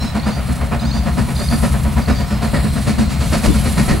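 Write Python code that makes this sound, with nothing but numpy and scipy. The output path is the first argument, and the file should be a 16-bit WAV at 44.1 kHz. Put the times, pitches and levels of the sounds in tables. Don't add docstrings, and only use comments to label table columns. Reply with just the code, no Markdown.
import sys
import numpy as np
from scipy import signal
from scipy.fft import rfft, irfft
from scipy.io import wavfile

SR = 44100
rng = np.random.default_rng(int(sys.argv[2]) if len(sys.argv) > 2 else 0)


def persist_wave(psi):
    counts = np.round(np.clip(psi, -1, 1) * 32767).astype(np.int16)
    wavfile.write(sys.argv[1], SR, np.atleast_2d(counts).T)


N = 176400
T, HZ = np.arange(N) / SR, np.fft.rfftfreq(N, 1 / SR)

# (start [s], bark [dB], boom [dB], spray [dB])
CHUFFS = [(0.016,-28.5,-19,-36),(0.143,-24,-18.5,-36),(0.257,-21.5,-18,-35),(0.364,-30,-24.5,-50),(0.482,-27.5,-18,-44),(0.6,-23,-25.5,-42),
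          (0.712,-20.5,-18.5,-39),(0.819,-28,-21,-53),(0.937,-27.5,-22.5,-44),(1.054,-22,-20,-38.5),(1.169,-22,-11.5,-33.5),(1.277,-27,-27,-43),
          (1.386,-25,-21.5,-37),(1.507,-22.5,-13.5,-36),(1.623,-20.5,-13.5,-30.5),(1.73,-26,-21,-46),(1.843,-26,-21.5,-54),(1.961,-22.5,-16.5,-38),
          (2.075,-19,-13,-33.5),(2.181,-26.5,-23,-41),(2.299,-25,-18.5,-37.5),(2.418,-22,-20.5,-32),(2.531,-18.5,-15,-30),(2.633,-27.5,-18,-39),
          (2.75,-26.5,-20,-38),(2.865,-21.5,-12.5,-29),(2.979,-21.5,-13,-30.5),(3.089,-30,-22.5,-34),(3.201,-25.5,-23,-31),(3.319,-18.5,-15.5,-25.5),
          (3.43,-18.5,-19.5,-25),(3.536,-27,-22,-31),(3.648,-25.5,-21.5,-30),(3.768,-20,-12,-29),(3.876,-19,-11,-27.5)]
# (attack [s], hold [s], decay [s])
BARK_SHAPE, BOOM_SHAPE, SPRAY_SHAPE = (0.018, 0.017, 0.025), (0.012, 0.03, 0.015), (0.011, 0.022, 0.036)


def amp(db):
    return 10 ** (np.asarray(db) / 20)


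def unit(x):
    return x / np.sqrt(np.mean(x ** 2) + 1e-20)


def read(points, hz):
    freqs, values = np.transpose(points)
    return np.interp(np.log(hz + 1), np.log(abs(freqs) + 1), values)


def level(points):
    return amp(np.interp(T, *np.transpose(points)))


def wobble(hz):
    return unit(irfft(rfft(rng.standard_normal(N)) / (1 + (HZ / hz) ** 4), N))


def noise(colour_db, change_db=0, likeness=1):
    coherence = [(30,.85),(120,.88),(220,.8),(380,.6),(700,.95),(1300,.96),(2400,.92),(4400,.87),(8000,.97),(13000,.995)]
    balance = [(30,3.5),(120,5.5),(240,0.5),(480,-0.46),(1000,-1.5),(3800,-1.5),(7500,-1),(13000,-1.1)]
    left_lead = [(60,0.11),(200,0.47),(400,0.56),(860,0.56),(3000,-0.042),(3800,-0.15),(6600,-0.5),(8500,0.025)]
    common, separate = rfft(rng.standard_normal((2, N)))
    same = np.clip(likeness * read(coherence, HZ), -1, 1)
    tilt = amp(read(balance, HZ) / 2)
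    left = common * tilt * np.exp(1j * read(left_lead, HZ))
    right = (same * common + np.sqrt(1 - same ** 2) * separate) / tilt
    pair = np.array([left, right])
    first = irfft(pair * amp(colour_db - change_db / 2), N)
    last = irfft(pair * amp(colour_db + change_db / 2), N)
    return unit(first + (last - first) * T / T[-1])


def band(x, times, centres, width_hz):
    hz, t, spectra = signal.stft(x, SR, nperseg=512)
    bell = np.exp(-.5 * ((hz[:, None] - np.interp(t, times, centres)) / width_hz) ** 2)
    return signal.istft(spectra * bell, SR)[1][:, :N]


def wind():
    gusts = [(3.497,.028,-11),(3.935,0.04,-14.5)]
    colour = [(15,-6),(45,2.5),(100,-3),(160,-8),(300,-2.5),(500,-15),(1500,-78)]
    swells = sum(amp(db) * np.exp(-((T - at) / width) ** 2) for at, width, db in gusts)
    return noise(read(colour, HZ), likeness=0.33) * swells


def ringing():
    fader = [(.35,-62),(.55,-51),(1.2,-49.5),(1.9,-55),(2.6,-41.5),(3.3,-43),(4,-41)]
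    pitch_hz, half_width_hz = 4150, 300
    return noise(-20 * np.log10(1 + ((HZ - pitch_hz) / half_width_hz) ** 2)) * level(fader)


def squeals():
    rubs = [(.45,.24,4230,-43),(3.495,.05,3490,-35),(3.55,.1,3170,-41)]
    out, waver_hz = np.zeros(N), 12.6 * wobble(63)
    for start, length, hz, db in rubs:
        swell = np.sqrt(abs(np.sin(np.pi * np.clip((T - start) / length, 0, 1))))
        out += amp(db) * swell * np.sin(2 * np.pi * np.cumsum(hz + waver_hz) / SR)
    return out


def note(start, length, fade_s=0.0062):
    on = (T >= start) & (T < start + length)
    t = T[on] - start
    return on, t, np.clip(np.minimum(t, length - t) / fade_s, 0, 1)


def bird():
    # (start [s], length [s], first pitch [Hz], last pitch [Hz], trill depth [Hz], level [dB])
    whistles = [(0,0.042,1335,1360,7,-37),(0.041,0.072,1200,1332,24,-39.5),(0.238,0.063,1100,1220,15,-38.5),(0.311,0.092,1120,1183,43,-42),(0.8,0.042,1215,1234,4,-39),
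                (0.845,0.072,1070,1236,0,-36.5),(0.921,.08,1085,1190,44,-35),(1.348,0.027,1270,1190,16,-37),(1.371,0.036,1205,1198,2,-35.5),(1.409,0.073,1110,1226,0,-35),
                (1.497,0.072,1100,1177,42,-34),(2.014,.04,1070,1214,8,-40.5),(2.077,0.068,1180,1268,15,-39.5),(2.143,0.095,1167,1173,46,-38.5)]
    # (start [s], length [s], first pitch [Hz], last pitch [Hz], level [dB])
    chips = [(0.192,0.013,3900,4500,-27),(.229,0.011,3840,4800,-28.5),(0.306,0.011,3850,4750,-24),(.794,0.012,4080,4400,-26),(0.836,0.0097,4200,3850,-26),(.91,0.013,3960,4650,-21),
             (1.362,.011,3650,4750,-22),(1.399,.012,4240,4600,-26),(1.483,0.012,4250,4700,-24.5),(2.056,0.011,4250,4600,-30),(2.26,0.14,5360,4970,-43)]
    harmonics = [(3,3),(4,-2),(5,-15.5),(6,-10.5)]
    beak = [(3000,-20),(3700,-6.5),(4080,3),(4500,7),(4900,2.5),(5400,1.5),(6200,10.5),(7400,-4)]
    glide_share, trill_hz, whistle_jitter, chip_jitter = 0.242, 89.2, .008, .028
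    out, shake = np.zeros(N), wobble(390)
    for start, length, from_hz, to_hz, depth_hz, db in whistles:
        on, t, gate = note(start, length)
        glide = to_hz + (from_hz - to_hz) * np.exp(-(t / (glide_share * length)) ** 2)
        hz = (glide + depth_hz * np.sin(2 * np.pi * trill_hz * t)) * (1 + whistle_jitter * shake[on])
        phase = 2 * np.pi * np.cumsum(hz) / SR
        for k, harmonic_db in harmonics:
            out[on] += gate * amp(db + harmonic_db + read(beak, k * hz)) * np.sin(k * phase)
    for start, length, from_hz, to_hz, db in chips:
        on, t, gate = note(start, length)
        hz = (from_hz + (to_hz - from_hz) * t / length) * (1 + chip_jitter * shake[on])
        out[on] += gate * amp(db) * np.sin(2 * np.pi * np.cumsum(hz) / SR)
    flutter = amp(2 * wobble(60))
    return out * flutter * amp([[-1.0], [1.5]])


def carriages():
    roar_colour = [(180, 5), (300, 0), (431, -9), (696, 1.5), (835, -2), (1330, -3), (1590, -9.5),
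                   (2170, -6), (3510, -13.5), (4140, -13), (5390, -23.5), (8280, -41), (15500, -39.5)]
    roar_fader = [(0,-31.5),(1,-33.5),(3,-32),(4,-28.5)]
    rumble_colour = [(15,-19),(30,-12),(60,6.5),(100,-4),(150,2),(220,-2.5),(300,-15),(450,-54),(1000,-60)]
    rumble_fader = [(0,-28),(1,-21),(2,-22),(3,-21),(3.4,-18),(4,-18)]
    roar = noise(read(roar_colour, HZ)) * level(roar_fader) * amp(1.2 * wobble(19))
    return roar + noise(read(rumble_colour, HZ)) * level(rumble_fader)


def diesel():
    orders = [(4,-18),(5,-20),(6,-17),(7,-5),(8,0),(9,-2),(10,-7),(12,-14),(14,-15),(16,-4),(17,-14),(18,-13),(19,-14),(20,-14)]
    fader = [(0,-25.5),(.6,-23.5),(1,-22),(1.4,-22),(1.8,-18),(2.15,-21),(2.48,-24),(2.7,-20),(3.02,-26.5),(3.3,-19.5),(3.7,-23.5),(4,-23.5)]
    shaft_hz, firings, first_throb_s = 8.17, 8, 0.02797
    sweep_rad, top_throb_order = 0.27, 10
    turns = shaft_hz * (T - first_throb_s) + 0.002 * wobble(0.79)
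    out = np.zeros(N)
    for (k, db), chance in zip(orders, rng.random(len(orders))):
        offset = sweep_rad * (k - firings) ** 2 if k <= top_throb_order else 2 * np.pi * chance
        out += amp(db) * np.cos(2 * np.pi * k * turns + offset)
    return out * level(fader) * amp([[0.8], [-0.8]])


def leak():
    hiss_colour = [(1500,-1.5),(3000,1),(4500,1.5),(6300,-1.5),(8000,2),(9500,-1.5),(11000,-5),(12500,-8),(15500,-11.5)]
    hiss_fader = [(0,-41.5),(.3,-45.5),(.52,-39),(.7,-43.5),(1.05,-41.5),(1.3,-38),(1.55,-36.5),(1.7,-35),(1.95,-39.5),(2.35,-40),(2.55,-39),(2.8,-34),(2.95,-39),(3.12,-38.5),(3.3,-34),(3.85,-34),(4,-40.5)]
    jet_path = [(0,-59,10200),(.5,-43,10100),(.9,-53,10000),(1.3,-41.5,9900),(1.6,-34.5,10100),(1.9,-43.5,10500),(2.25,-53,11600),(2.6,-42,9500),(2.85,-39.5,9100),(3.1,-52,9500),(3.35,-39,10300),(3.8,-34.5,10100),(4,-39,10100)]
    times, jet_db, centres = np.transpose(jet_path)
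    jet = unit(band(noise(0), times, centres, width_hz=1430)) * amp(np.interp(T, times, jet_db))
    hiss = noise(read(hiss_colour, HZ)) * level(hiss_fader)
    return (hiss + jet) * amp(1.4 * wobble(34))


def hollowed(x):
    notch = [(1.9,5800,0.5),(2.4,5700,0),(2.6,6150,11),(2.76,6860,4),(2.88,7000,-1)]
    times, centres, depth_db = np.transpose(notch)
    cut = 1 - amp(-np.interp(T, times, depth_db))
    return x - band(x, times, centres, width_hz=430) * cut


def echoes(x, return_db=-11.5, decay_s=0.062, predelay_s=.015):
    t = T[:SR // 2]
    taps = rng.standard_normal((2, len(t))) * (rng.random((2, len(t))) < .05)
    taps *= np.exp(-t / decay_s) * (t > predelay_s)
    return amp(return_db) * signal.fftconvolve(x, taps / np.linalg.norm(taps[0]), axes=1)[:, :N]


def puff(start, shape):
    attack, hold, decay = shape
    t = np.maximum(T - start, 0)
    return np.minimum(t / attack, 1) * np.exp(-np.maximum(t - attack - hold, 0) / decay)


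def beats(levels_db, shape, lead_s=0):
    puffs = (amp(db) * puff(row[0] - lead_s, shape) for row, db in zip(CHUFFS, levels_db))
    return np.sqrt(sum(envelope ** 2 for envelope in puffs))


def howls():
    tones = [(0.715,710,-24.5),(2.076,592,-28),(2.53,1870,-25),(3.767,1835,-28),(3.878,1875,-23.5)]
    out, waver = np.zeros(N), 1 + .022 * wobble(90)
    for start, hz, db in tones:
        out += amp(db) * puff(start, BARK_SHAPE) * np.sin(2 * np.pi * np.cumsum(hz * waver) / SR)
    return out


def chuffs():
    blast = [(150,1.5),(300,2.5),(450,3),(800,-1),(1200,-3.5),(1580,-6),(2300,-11),(3100,-17),(4500,-41),(7000,-38),(15000,-55)]
    chimney = [(578,75,7),(706,28,11),(965,48,7),(1055,30,4),(1205,35,3),(1289,36,8),(1375,35,4),(1470,40,6),(1745,60,8),(1866,65,8),(2115,30,5),(2268,80,5),(2462,42,5),(2770,130,5)]
    nearing = [(300,2),(480,4.5),(700,-2.5),(1000,-3),(1400,-1),(1850,1),(2400,-1)]
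    boom_colour = [(60,-47),(110,-7),(150,-6),(180,-9.5),(208,6),(238,1),(270,-16),(340,-28.5),(500,-60),(1500,-69)]
    spray_colour = [(1000,-39),(2200,9),(3300,1.5),(4500,8.5),(5500,1),(7500,0),(10500,-1),(12500,-12),(16000,-55)]
    draught_db, flutter_db = -38, 1.5
    _, bark_db, boom_db, spray_db = np.transpose(CHUFFS)
    chimney_db = sum(db / (1 + (2 * (HZ - hz) / width) ** 2) for hz, width, db in chimney)
    bark = noise(read(blast, HZ) + chimney_db, read(nearing, HZ))
    bark_beats = beats(bark_db, BARK_SHAPE, lead_s=0.0041)
    bark *= np.hypot(bark_beats, amp(draught_db))
    boom = noise(read(boom_colour, HZ))
    boom_power = np.mean(abs(signal.hilbert(boom)) ** 2, 0)
    boom = unit(boom / np.sqrt(boom_power + 1.34))
    boom *= beats(boom_db, BOOM_SHAPE)
    spray = noise(read(spray_colour, HZ)) * beats(spray_db, SPRAY_SHAPE)
    return (bark + spray) * amp(flutter_db * wobble(330)) + boom


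def scene():
    engine, song = chuffs() + howls(), bird()
    reflections = echoes(engine + amp(5) * song)
    steam_train = hollowed(engine + reflections + leak() + carriages())
    return steam_train + song + diesel() + ringing() + squeals() + wind()


def record(dry):
    whines = [(4230,-55),(15625,-59)]
    hiss_db, cutoff_hz = -51, 15900
    whine = sum(amp(db) * np.sqrt(2) * np.sin(2 * np.pi * hz * T) for hz, db in whines)
    clipped = np.clip(dry + whine + amp(hiss_db) * noise(0), -1, 1)
    lowpass = signal.firwin(1023, cutoff_hz, window=("kaiser", 9), fs=SR)
    return signal.oaconvolve(clipped, lowpass[None], "same")


dry = scene()
out = record(dry)
persist_wave(out)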